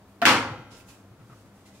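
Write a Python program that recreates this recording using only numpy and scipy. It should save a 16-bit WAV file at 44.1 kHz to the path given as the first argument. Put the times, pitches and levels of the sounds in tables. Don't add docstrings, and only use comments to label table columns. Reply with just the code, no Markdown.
import sys
import numpy as np
from scipy import signal
from scipy.fft import rfft, irfft
from scipy.io import wavfile
from scipy.ndimage import uniform_filter1d

SR = 44100
rng = np.random.default_rng(int(sys.argv[2]) if len(sys.argv) > 2 else 0)


def log_audio(samples):
    frames = np.atleast_2d(samples).T
    limited = np.clip(frames, -1, 1)
    pcm = np.round(limited * 32767).astype(np.int16)
    wavfile.write(sys.argv[1], SR, pcm)


N = 79380
T = np.arange(N) / SR
HZ = np.fft.rfftfreq(N, 1 / SR)

# pitch_hz, level_db
AIR_COLOUR = [(20, -30), (35, -14.5), (70, -8.5), (100, -8.5), (130, -9), (166, -14.5), (195, -4),
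              (225, -10), (309, -9), (400, -14), (590, -15), (1020, -18.5), (1400, -22), (2600, -29.5),
              (6000, -35.5), (16000, -41)]
# pitch_hz, level_db
HUM_TONES = [(102, -62), (198, -64.5), (272, -67.5)]
# pitch_hz, level_db
CLOTH_COLOUR = [(300, -10.5), (1000, -6.5), (1800, -7.5), (2700, -0.5), (4500, -1), (6500, 0.5),
                (8800, -2.5), (11000, -5.5), (16000, -14.5)]
# start_s, rise_s, hold_s, fade_s, level_db, tilt_db_per_octave, rasp_hz, rasp_db
CLOTH_STROKES = [(0.056, 0.028, .02, 0.56, -68.5, 12, 1500, 6),
                 (0.702, 0.016, 0.041, 0.45, -52, -3.5, 5200, 7),
                 (0.745, 0.036, 0.022, 0.2, -61, 7, 2600, 4), (.795, .006, .008, 0.12, -56, -4, 2600, 12),
                 (0.858, 0.033, .015, 0.4, -56, 3, 7000, 2), (0.881, .007, 0.013, 0.42, -51, -4.5, 2550, 9),
                 (1.166, .18, 0.063, 0.66, -65, 0, 1300, 16),
                 (1.528, 0.028, 0.056, 0.71, -68, 0.5, 2500, -4),
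                 (1.65, 0.011, 0.013, 0.43, -57.5, -2, 2000, 14.5),
                 (1.725, 0.028, .02, 0.45, -59.5, -1.5, 2400, 8)]
# pitch_hz, relative_db, fade_s
HOLLOW_TONES = [(239.8, -15, .15), (693.4, -0.5, 0.096), (1376, -7.5, .11), (1487, -13, .09),
                (1787, -12.5, 0.13), (2080, -19, 0.12), (2705, -26.5, 0.071), (3000, -22.5, 0.049)]
# pitch_hz, level_db
SCUFF_COLOUR = [(40, -21), (110, -7), (400, 0), (900, -2), (1600, -1), (2600, -6), (5000, -18),
                (8000, -30.5), (16000, -29)]
# pitch_hz, level_db
CRACK_COLOUR = [(60, -19.5), (400, -8), (900, -11), (1500, 3), (2700, 2), (4000, -5), (8000, -24),
                (16000, -24)]
# start_s, level_db
SLAM_HITS = [(.2526, -17), (0.2538, -8), (0.2628, -12), (0.266, -18), (0.2759, -14), (0.2954, -14)]
# pitch_hz, level_db
ECHO_COLOUR = [(18, -66.5), (30, -41.5), (98, -12), (174, -12.5), (259, -4.5), (404, -16), (512, -5.5),
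               (632, -14.5), (844, -5), (1130, -4.5), (1390, -3.5), (1500, -5.5), (2750, -6.5), (3870, -15),
               (4190, -12), (9220, -25.5), (16000, -37)]
# pitch_hz, rise_s
ECHO_RISE = [(60, .008), (150, 0.0061), (280, 0.031), (600, .018), (1200, 0.021), (2200, 0.0057),
             (4000, 0.0095), (12000, 0.0029)]
# pitch_hz, fade_s
ECHO_FADE = [(60, 1.5), (120, 0.63), (250, .65), (600, 0.71), (1200, 0.54), (2500, 0.44), (5000, 0.41),
             (9000, 0.39), (16000, 0.29)]
# pitch_hz, relative_db, fade_s
SHAKEN_TONES = [(108.7, -9, 1.2), (234.2, -6, 0.64), (273.4, -4, 0.526), (316.8, -3.5, 0.72),
                (506, -13.5, 1.2), (829.5, -7.5, 0.77), (1073, -14, .85), (1223, -9, 0.48),
                (1323, -19, 1.52), (1397, -14.5, 1.3), (1577, -26, 1.9), (2085, -5.5, 0.65),
                (2361, -8, .45), (2833, -6, 0.46), (3246, -10, .3), (3340, -3, 0.4)]
# pitch_hz, relative_db
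RACK_LEVELS = [(1500, -17.5), (2000, 3), (2700, -1), (3400, -2.5), (4300, -7.5), (5300, -14), (6500, -15),
               (8000, -32)]
# start_s, thump_db, tap_db, hold_s
BUMP_HITS = [(0.5, -39.5, -48, 0.021), (.576, -41.5, -70, 0.015), (1.097, -49.5, -76, 0.011),
             (1.188, -46.5, -61, 0.032), (1.292, -52.5, -57, 0.033), (1.319, -53, -73, 0.0032),
             (1.445, -50, -68, 0.0086)]
# pitch_hz, level_db
THUMP_COLOUR = [(30, -17), (70, -15), (110, 11.5), (145, 8.5), (200, -13.5), (300, -13), (500, -44),
                (2000, -50)]
# pitch_hz, level_db
TAP_COLOUR = [(200, -24), (600, -8), (1000, -9), (1280, 0.5), (1600, -13), (2500, -16), (4000, -25),
              (12000, -47)]
# pitch_hz, side_minus_middle_db
STEREO_WIDTH = [(30, -17), (80, -21.5), (180, -19.5), (350, -16), (700, -12.5), (1400, -8.5), (2800, -1),
                (6000, 1), (16000, 0)]


def amp(db):
    return 10 ** (np.asarray(db) / 20)


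def unit(x):
    return x / np.sqrt(np.mean(x ** 2) + 1e-20)


def look_up(table, hz):
    pitches, values = np.transpose(table)
    return np.interp(np.log(hz + 1), np.log(pitches + 1), values)


def pan(left_db):
    return amp(np.array([[left_db], [-left_db]]) / 2)


def wobble(samples):
    smoothed = uniform_filter1d(rng.standard_normal(N), samples)
    return unit(uniform_filter1d(smoothed, samples))


def likeness(hz):
    side_power = amp(look_up(STEREO_WIDTH, hz)) ** 2
    return (1 - side_power) / (1 + side_power)


def noise(colour, extra_db=0):
    middle, side = rfft(rng.standard_normal((2, N)))
    alike = likeness(HZ)
    middle, side = middle * np.sqrt(1 + alike), side * np.sqrt(1 - alike)
    gain = amp(look_up(colour, HZ) + extra_db) * (HZ > 20)
    left_lag_s = 0.00005
    left = (middle + side) * np.exp(-2j * np.pi * HZ * left_lag_s)
    return unit(irfft(np.array([left, middle - side]) * gain, N))


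def envelope(start_s, rise_s, hold_s, fade_s):
    age = T - start_s
    fading_s = np.maximum(age - rise_s - hold_s, 0)
    return np.clip(age / rise_s, 0, 1) * np.exp(-np.log(1000) * fading_s / fade_s)


def ring(tones, start_s, rise_s, hold_s=0):
    out = np.zeros((2, N))
    for hz, db, fade_s in tones:
        apart = np.arccos(likeness(hz)) * rng.choice([-1, 1]) * np.array([[1], [-1]]) / 2
        phase = 2 * np.pi * (hz * (T - start_s) + rng.random())
        out += amp(db) * envelope(start_s, rise_s, hold_s, fade_s) * np.sin(phase + apart)
    return out


def air_and_hum():
    hum, waver = 0, 0.2
    for hz, db in HUM_TONES:
        swell = 1 + waver * wobble(samples=3000)
        phase = 2 * np.pi * hz * T + waver * wobble(samples=3000)
        hum += amp(db) * unit(swell * np.sin(phase))
    return amp(-55) * noise(AIR_COLOUR) + hum


def clothes_rustle():
    octave, out = np.log2(HZ + 1), np.zeros((2, N))
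    rasp_width_octaves = 0.0814
    for start_s, rise_s, hold_s, fade_s, db, tilt_db, rasp_hz, rasp_db in CLOTH_STROKES:
        rasp = np.exp(-((octave - np.log2(rasp_hz)) / rasp_width_octaves) ** 2)
        rub = noise(CLOTH_COLOUR, tilt_db * octave + rasp_db * rasp)
        out += amp(db) * envelope(start_s, rise_s, hold_s, fade_s) * rub
    grain = unit(amp(0.2 * wobble(samples=50)))
    return out * grain * pan(left_db=-1.9)


def edge_knock(start_s):
    note = amp(-16.5) * ring(HOLLOW_TONES, start_s, rise_s=0.007, hold_s=0.0077)
    rise_s = 0.00022
    tick = amp(-26) * noise(CRACK_COLOUR) * envelope(start_s, rise_s, hold_s=0, fade_s=0.025)
    scuff = amp(-23) * noise(SCUFF_COLOUR) * envelope(start_s, rise_s, hold_s=0, fade_s=0.26)
    return note + tick + scuff


def slam():
    hits = sum(amp(db) * envelope(start_s, rise_s=0.00055, hold_s=0.00029, fade_s=0.0093)
               for start_s, db in SLAM_HITS)
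    return noise(CRACK_COLOUR) * hits * pan(left_db=1.5)


def room_echo(start_s):
    spectrum, out = rfft(noise(ECHO_COLOUR)), np.zeros((2, N))
    bands_hz = np.geomspace(50, 16000, 16)
    for hz, only_this_band in zip(bands_hz, np.eye(len(bands_hz))):
        band_gain = look_up(list(zip(bands_hz, only_this_band)), HZ)
        shape = envelope(start_s, look_up(ECHO_RISE, hz), hold_s=0.025, fade_s=look_up(ECHO_FADE, hz))
        out += irfft(spectrum * band_gain, N) * shape
    return amp(-13.5) * out


def shaken_things(start_s):
    return amp(-24.5) * ring(SHAKEN_TONES, start_s, rise_s=0.0095)


def rack_shimmer(start_s):
    count, lowest_hz, spacing_hz, fade_s = 100, 1522, 63.9, 1.0
    pitch_scatter, level_scatter = rng.standard_normal((count, 2)).T
    pitches = lowest_hz + spacing_hz * (np.arange(count) + 0.15 * pitch_scatter)
    levels = look_up(RACK_LEVELS, pitches) + 3 * level_scatter
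    tones = [(hz, db, fade_s) for hz, db in zip(pitches, levels)]
    return amp(-49.5) * ring(tones, start_s, rise_s=0.0095)


def bumps():
    thump, tap, out = noise(THUMP_COLOUR), noise(TAP_COLOUR), np.zeros((2, N))
    rise_s = 0.0072
    for start_s, thump_db, tap_db, hold_s in BUMP_HITS:
        hit = envelope(start_s, rise_s, hold_s, fade_s=0.09)
        echo = amp(-9.5) * envelope(start_s, rise_s, hold_s, fade_s=0.47)
        out += np.maximum(hit, echo) * (amp(thump_db) * thump + amp(tap_db) * tap)
    return out


def scene():
    slam_s = 0.2525
    landing = edge_knock(start_s=0.2175) + slam()
    after_slam = shaken_things(slam_s) + room_echo(slam_s) + rack_shimmer(slam_s)
    studio = landing + after_slam + bumps() + air_and_hum()
    return studio * pan(left_db=1.06) + clothes_rustle()


def record(dry):
    low_cut_hz, ceiling, high_cut_hz = 36, 0.69, 15800
    trimmed = signal.sosfilt(signal.butter(2, low_cut_hz, "high", fs=SR, output="sos"), dry)
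    rounded = trimmed / (1 + (trimmed / ceiling) ** 6) ** (1 / 6)
    treble_cut = signal.firwin(511, high_cut_hz, window=("kaiser", 9), fs=SR)
    return signal.oaconvolve(rounded, treble_cut[None], "same")


dry = scene()
out = record(dry)
log_audio(out)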